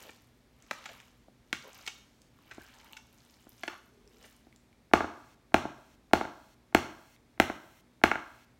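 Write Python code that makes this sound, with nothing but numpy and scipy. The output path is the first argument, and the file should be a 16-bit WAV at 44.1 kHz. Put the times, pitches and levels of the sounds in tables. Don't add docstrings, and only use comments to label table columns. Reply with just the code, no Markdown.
import sys
import numpy as np
from scipy import signal
from scipy.fft import rfft, irfft, next_fast_len
from scipy.io import wavfile

SR = 44100
rng = np.random.default_rng(int(sys.argv[2]) if len(sys.argv) > 2 else 0)


def wav_out(sig):
    wavfile.write(sys.argv[1], SR, np.round(np.clip(np.atleast_2d(sig).T, -1, 1) * 32767).astype(np.int16))


N = 379127
KNOCK_HZ, CLACK_HZ, CRACK_HZ = 750, 1700, 4200

# (pitch [Hz], width [Hz], relative level [dB])
BOWL_TONES = [(320.4, 148, -14), (363.2, 200, -14.5), (510.8, 210, -22.5), (706.3, 179, -14),
              (789, 210, -12), (1187, 165, -19), (1445, 180, -16), (1583, 250, -13.5), (2215, 360, -13.5),
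              (2460, 480, -14), (3202, 650, -19), (4230, 860, -25)]
# (pitch [Hz], relative level [dB], time to fade by 60 dB [s])
LONG_RINGS = [(56, -60.5, 0.25), (86, -36.5, 0.31), (136.4, -43, 0.53), (237.7, -41, 0.37),
              (296, -37, 0.17), (769, -37.5, 0.19), (1260, -44.5, .2), (1504, -46.5, .22)]
# (frequency [Hz], relative level [dB])
CRACK_SPECTRUM = [(2000, -21), (3500, -7), (4400, -4), (4900, -4), (5600, -.5), (8000, -8), (10400, -15),
                  (12000, -13), (15500, -13.5)]


def spoon_on_bowl(travel_s=.0008, scatter_db=1.48, ring_rise_s=.001):
    size = SR // 3
    out, t, freqs = np.zeros(N), np.arange(size) / SR, np.arange(size // 2 + 1) * SR / size
    for s, drive, sheen_db, pitch, slide_s in rim_knocks() + wall_clacks():
        pitch = np.clip(pitch, .86, 1.12)
        sheen = sheen_db * np.interp(freqs, [6000, 13000], [0, 1])
        crack_gain = from_db(at_hz(drive, CRACK_HZ) + sheen + at_hz(CRACK_SPECTRUM, freqs))
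        blow = irfft(rfft(smeared_click(size)) * crack_gain, size) * (1 - t / t[-1])
        for hz, width_hz, db in BOWL_TONES:
            age = np.maximum(t - travel_s * np.sqrt(1000 / hz), 0)
            gain = from_db(db + at_hz(drive, hz) + scatter_db * rng.standard_normal())
            blow += gain * swell(np.pi * width_hz * age) * np.sin(2 * np.pi * hz * pitch * age)
        rise = 1 - np.exp(-t / ring_rise_s)
        for hz, db, fade_s in LONG_RINGS:
            fade = from_db(-60 * t / fade_s)
            blow += from_db(db + at_hz(drive, hz)) * rise * fade * np.sin(2 * np.pi * hz * t)
        add(out, s, signal.fftconvolve(blow, skid(slide_s)))
    return out


# (frequency [Hz], boost [dB])
FIRM_DRIVE = [(400, -0.5), (750, .5), (1700, -1.5), (4200, 1)]
LOOSE_DRIVE = [(400, -1.5), (750, .5), (1700, -1.5), (4200, -13.5)]
# (time [s], relative level [dB], voice the spot brings out [Hz], its boost [dB],
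# sheen [dB], pitch [ratio], time to first bounce [s], bounces [count],
# first bounce against the blow [dB], its brightness [dB per octave])
RIM_BLOWS = [(4.935, 0, 1200, 4.5, -2.5, 1.01, 0.07, 2, -14, -1),
             (5.5422, -1.5, 600, 3.5, -1.5, 0.98, 0.11, 1, -27.5, -6),
             (6.1333, -1, 850, 3, 0.5, 0.99, 0.077, 2, -13, 1.5),
             (6.7474, 0, 2800, 2.5, 1.5, 0.994, 0, 0, 0, 0),
             (7.399, -2, 2600, 6.5, 4, 0.953, .099, 1, -16, -1.5),
             (8.0372, -0.5, 1800, 5, 1.5, 1, 0.077, 2, -6.5, 4)]


def rim_knocks(grip_lead_s=.0228, grip_db=-41, loose_sheen_db=-6.5, rebound=.53):
    touches = []
    for s, db, voice_hz, boost_db, sheen_db, pitch, flight_s, bounces, bounce_db, tilt_db in RIM_BLOWS:
        firm = boosted(FIRM_DRIVE, voice_hz, boost_db)
        loose = boosted(LOOSE_DRIVE, voice_hz, boost_db)
        touches.append(touch(s - grip_lead_s, db + grip_db, 0, loose, loose_sheen_db, pitch))
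        touches.append(touch(s, db, 0, firm, sheen_db, pitch))
        for k in range(round(bounces)):
            s += flight_s * rebound ** k
            weaker_db, duller_db = db + bounce_db - 10 * k, tilt_db - 1.5 * k
            touches.append(touch(s, weaker_db, duller_db, loose, loose_sheen_db, pitch))
    return touches


# (frequency [Hz], boost [dB])
WALL_DRIVE = [(400, -1), (750, -1), (1700, 1.2), (4200, 0.5)]
# (time [s], relative level [dB], brightness [dB per octave],
# extra hollow knock [dB], pitch before limiting [ratio], slide time [s])
WALL_TOUCHES = [(0.0914, -33, 1, -5, 1.14, .005), (.71, -17, 6.5, 8.5, 0.913, 0.0026),
                (.8396, -40, 11, 1, 0.99, 0.0055), (.856, -26.5, 9, 2, 1, 0.0087),
                (.8895, -33.5, 8, 2, 1, 0.0081), (1.0009, -40.5, 10.5, 2, 1.23, 0),
                (1.2819, -56.5, -6.5, 11, 0.74, 0.00081), (1.5278, -10, 4.5, -12.5, 1, 0.0022),
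                (1.8636, -38.5, 20, 20, 0.98, 0.0043), (1.875, -20.5, 12, 3, 1.01, 0.0067),
                (2.511, -28.5, 5.5, -4, 0.96, 0.011), (2.5799, -41.5, -7.5, -0.5, 0.97, 0),
                (2.9672, -33.5, 13.5, 4.5, 1.04, 0.0074), (3.467, -50, -6, 3.5, 0.9, 0),
                (3.6335, -20, 4.5, 2, 1.02, 0.0033), (3.6776, -17.5, 3.5, -0.5, 1.04, 0.0056),
                (3.7262, -34.5, 4, 1, 0.91, 0.009), (4.242, -36.5, 2, -11, 1.15, 0.01),
                (4.4672, -57, -8, 3, 0.9, 0.0019)]


def wall_clacks(sheen_db=-2, dulling_db_per_s=1100):
    touches = []
    for s, db, tilt_db, knock_db, pitch, slide_s in WALL_TOUCHES:
        drive = boosted(WALL_DRIVE, KNOCK_HZ, knock_db)
        touches.append(touch(s, db, tilt_db, drive, sheen_db - dulling_db_per_s * slide_s, pitch, slide_s))
    return touches


def touch(s, db, tilt_db, drive, sheen_db, pitch, slide_s=0):
    tilted = [(hz, db + boost + tilt_db * np.log2(hz / CLACK_HZ)) for hz, boost in drive]
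    return s, tilted, sheen_db, pitch, slide_s


def boosted(drive, voice_hz, db, octaves=.64):
    hz = np.geomspace(drive[0][0], drive[-1][0], num=16)
    bump = np.exp(-(np.log2(hz / voice_hz) / octaves) ** 2)
    return list(zip(hz, at_hz(drive, hz) + db * bump))


def smeared_click(length, width_hz=330, count=20):
    r = np.exp(-np.pi * width_hz / SR)
    hz = 2000 + 14000 * (np.arange(count) + rng.random(count)) / count
    allpasses = [[r * r, a, 1, 1, a, r * r] for a in -2 * r * np.cos(2 * np.pi * hz / SR)]
    return signal.sosfilt(allpasses, signal.unit_impulse(length) + 1e-18)


def skid(slide_s, slip_s=.0013, count=24):
    delays = slip_s * (np.arange(count) + rng.uniform(.64, 1.8, count))
    strengths = np.exp(-(delays / (abs(slide_s) + 1e-9)) ** 2)
    catches = signal.unit_impulse(round(delays.max() * SR) + 1)
    catches[np.round(delays * SR).astype(int)] += rng.choice([-1, 1], count) * strengths
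    return catches / np.linalg.norm(catches)


# (frequency [Hz], relative level [dB])
MASH_SPECTRUM = [(250, -16), (500, -1.5), (1000, 4.5), (1700, 3), (3000, 3), (5000, -10.5), (9000, -23.5)]
CRACKLE_SPECTRUM = [(1500, -14), (3000, -3), (6000, -2.5), (8500, -8), (10400, -11.5), (13000, -6),
                    (15500, -9)]
# (time of full pressure [s], hold [s], mash before trim [dB], crackle before trim [dB])
SALAD_STROKES = [(0, 0.036, -56.5, -56), (.78, 0.15, -55, -62), (1.7, 0.16, -57, -61.5),
                 (2.54, 0.33, -59, -64.5), (3.15, 0.4, -70, -66.5), (3.621, 0.083, -67, -62.5),
                 (4.241, 0.023, -62, -63.5)]


def salad(press_db_per_s=80, ease_db_per_s=78, trim_db=-3):
    t, mashing, tearing = np.arange(N) / SR, 0, 0
    for s, hold_s, mash_db, crackle_db in SALAD_STROKES:
        before_s, after_s = np.maximum(s - t, 0), np.maximum(t - s - hold_s, 0)
        pressure = from_db(-press_db_per_s * before_s - ease_db_per_s * after_s)
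        mashing = np.maximum(mashing, pressure * from_db(mash_db + trim_db))
        tearing = np.maximum(tearing, pressure * from_db(crackle_db + trim_db))
    return (mashing * tiny_bursts(MASH_SPECTRUM, per_s=1400, spread_db=1, width=.15)
            + tearing * tiny_bursts(CRACKLE_SPECTRUM, per_s=1300, spread_db=5.5, width=.22))


def tiny_bursts(spectrum, per_s, spread_db, width, count=14):
    out = np.zeros(N)
    for hz in np.geomspace(spectrum[0][0], min(spectrum[-1][0], SR / 2), count):
        starts = np.flatnonzero(rng.random(N) < per_s / count / SR)
        sizes = from_db(spread_db * np.minimum(rng.exponential(1, N)[starts], 4))
        clicks = np.zeros(N)
        clicks[starts] = sizes * (-1) ** starts
        out += resonate(clicks, hz, width * hz)
    return coloured(out, spectrum)


# (time [s], relative
# level [dB], pitch [Hz])
PLACED_SMACKS = [(.624, -47, 6240), (.862, -43.5, 6900), (1.625, -45.5, 4800), (2.218, -47.5, 5260),
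                 (2.387, -59, 1080), (2.926, -39, 13000), (2.932, -41, 2770), (3.493, -41, 14000),
                 (3.609, -50.5, 10870), (4.076, -54, 5300), (4.526, -56, 2150), (4.561, -49.5, 5400),
                 (4.728, -61.5, 2200), (7.162, -55.5, 2190)]


def smacks(rise_cycles=1.8, trim_db=-1, roughness=.78):
    out, t = np.zeros(N), np.arange(SR // 50) / SR
    for s, db, hz in PLACED_SMACKS + small_smacks():
        rasp = rms_one(resonate(rng.standard_normal(len(t)), hz, hz / 2))
        pop = np.sin(2 * np.pi * hz * t) + roughness * rasp
        add(out, s, from_db(db + trim_db) * swell(t * hz / rise_cycles) * pop)
    return out


def small_smacks(per_stroke=3, scatter_s=.09, relative_db=-59.5, spread_db=7, middle_hz=7900):
    pockets = []
    for s, hold_s, _, _ in SALAD_STROKES:
        for late, big, high in rng.standard_normal((per_stroke, 3)):
            time_s = s + hold_s * rng.random() + scatter_s * late
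            octaves = .46 * np.clip(high, -2, 2)
            pockets.append((time_s, relative_db + spread_db * big, middle_hz * 2 ** octaves))
    return pockets


# (time [s], length [s], pitch [Hz], width [Hz], level [dB])
WALL_GROANS = [(0, 0.11, 470, 408, -60.5), (0.88, 0.047, 580, 250, -58), (1.625, 0.096, 460, 330, -58),
               (1.638, 0.076, 980, 301, -62), (2.503, 0.032, 1590, 216, -58),
               (2.552, 0.18, 1570, 300, -64.5), (2.719, 0.36, 878, 185, -68.5),
               (3.678, .1, 1130, 695, -53.5), (3.812, 0.45, 402, 89, -70), (4.2, .08, 563, 250, -67)]


def drags(slips_per_s=700):
    out = np.zeros(N)
    for s, length_s, hz, width_hz, db in WALL_GROANS:
        slips = (rng.random(SR) < slips_per_s / SR) * rng.standard_normal(SR)
        groan = resonate(resonate(slips, hz, width_hz), hz, width_hz)[-round(length_s * SR):]
        add(out, s, from_db(db) * rms_one(groan * signal.windows.tukey(len(groan), .5)))
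    return out


# (frequency [Hz], relative level [dB], time to fade by 60 dB [s])
ROOM_TAIL = [(61.47, -5.5, 0.29), (164.8, 0, 0.36), (322, -8, 0.64), (530, -6, .5), (770, -8, 0.61),
             (1020, 0, 0.65), (2060, -8, 0.53), (3580, -0.5, .45), (6070, 1.5, 0.48), (10130, 1, 0.33),
             (16040, -4.5, .32)]
# (delay [s], level [dB])
FIRST_ECHOES = [(.009, -24.5), (0.0196, -20.5), (.0255, -23), (.0395, -23.5)]


def kitchen_echo(x, tail_db=-6, build_s=.0018):
    t = np.arange(SR) / SR
    white, hz = rfft(rng.standard_normal(SR)), np.arange(SR // 2 + 1)
    edges = np.geomspace(40, SR / 2, 28)
    rise = 1 - np.exp(-(t / build_s) ** 2)
    response = np.zeros(SR)
    for low, high in zip(edges, edges[1:]):
        centre = np.sqrt(low * high)
        band = irfft(white * ((hz >= low) & (hz < high)), SR)
        fade = from_db(-60 * t / at_hz(ROOM_TAIL, centre, column=2))
        gain = from_db(tail_db + at_hz(ROOM_TAIL, centre)) * np.sqrt(2 * (high - low)) / SR
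        response += gain * rms_one(band * fade * rise)
    for s, db in FIRST_ECHOES:
        response[round(s * SR)] += from_db(db)
    return signal.fftconvolve(x, response)[:N]


def lingering_hiss(x, level_db=-18, length_s=.41, low_hz=6000):
    size = round(length_s * SR)
    highs_only = signal.butter(2, low_hz, "high", fs=SR, output="sos")
    hiss = signal.sosfilt(highs_only, rng.standard_normal(SR)[:size])
    return from_db(level_db) * signal.fftconvolve(x, hiss / np.sqrt(size))[:N]


# (frequency [Hz], relative level [dB])
AIR_SPECTRUM = [(15, -37.5), (25, -7.5), (53, -2.5), (92, -10.5), (123, -5.5), (153, -12.5), (242, -8),
                (394, -15), (503, -17.5), (545, -17.5), (1400, -25.5), (2220, -25.5), (3080, -31.5),
                (3340, -28.5), (16000, -43)]
# (pitch [Hz], level [dB])
HUM_TONES = [(120, -76.5), (240, -74)]


def air_and_hum(air_db=-64.5):
    t = np.arange(N) / SR
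    hum = sum(np.sqrt(2) * from_db(db) * np.sin(2 * np.pi * (hz * t + rng.random()))
              for hz, db in HUM_TONES)
    return hum + from_db(air_db) * coloured(rng.standard_normal(N), AIR_SPECTRUM)


def from_db(db):
    return 10 ** (np.asarray(db) / 20)


def rms_one(x):
    return x / np.sqrt(np.mean(x ** 2) + 1e-20)


def at_hz(points, hz, column=1):
    table = np.array(points)
    return np.interp(np.log(np.maximum(hz, 1)), np.log(table[:, 0]), table[:, column])


def coloured(x, spectrum):
    size = next_fast_len(len(x))
    hz = np.arange(size // 2 + 1) * SR / size
    return rms_one(irfft(rfft(x, size) * from_db(at_hz(spectrum, hz)), size)[:len(x)])


def resonate(x, hz, width_hz):
    r = np.exp(-np.pi * width_hz / SR)
    feedback = [1, -2 * r * np.cos(2 * np.pi * hz / SR), r * r]
    return signal.lfilter(np.array([1, 0, -1]) * (1 - r * r) / 2, feedback, x + 1e-18)


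def swell(age):
    age = np.maximum(age, 0)
    return age * np.exp(1 - age)


def add(out, s, sound):
    start = max(round(s * SR), 0)
    out[start:start + len(sound)] += sound[:N - start]


def scene():
    bowl = spoon_on_bowl() + salad() + drags() + smacks()
    return (bowl + kitchen_echo(bowl) + lingering_hiss(bowl) + air_and_hum())[None]


def record(dry, ceiling=.75, low_cut_hz=42, high_cut_hz=16100):
    thinned = signal.sosfilt(signal.butter(4, low_cut_hz, "high", fs=SR, output="sos"), dry)
    rounded = thinned / (1 + (thinned / ceiling) ** 6) ** (1 / 6)
    return signal.sosfilt(signal.ellip(10, .2, 80, high_cut_hz, fs=SR, output="sos"), rounded)


dry = scene()
out = record(dry)
wav_out(out)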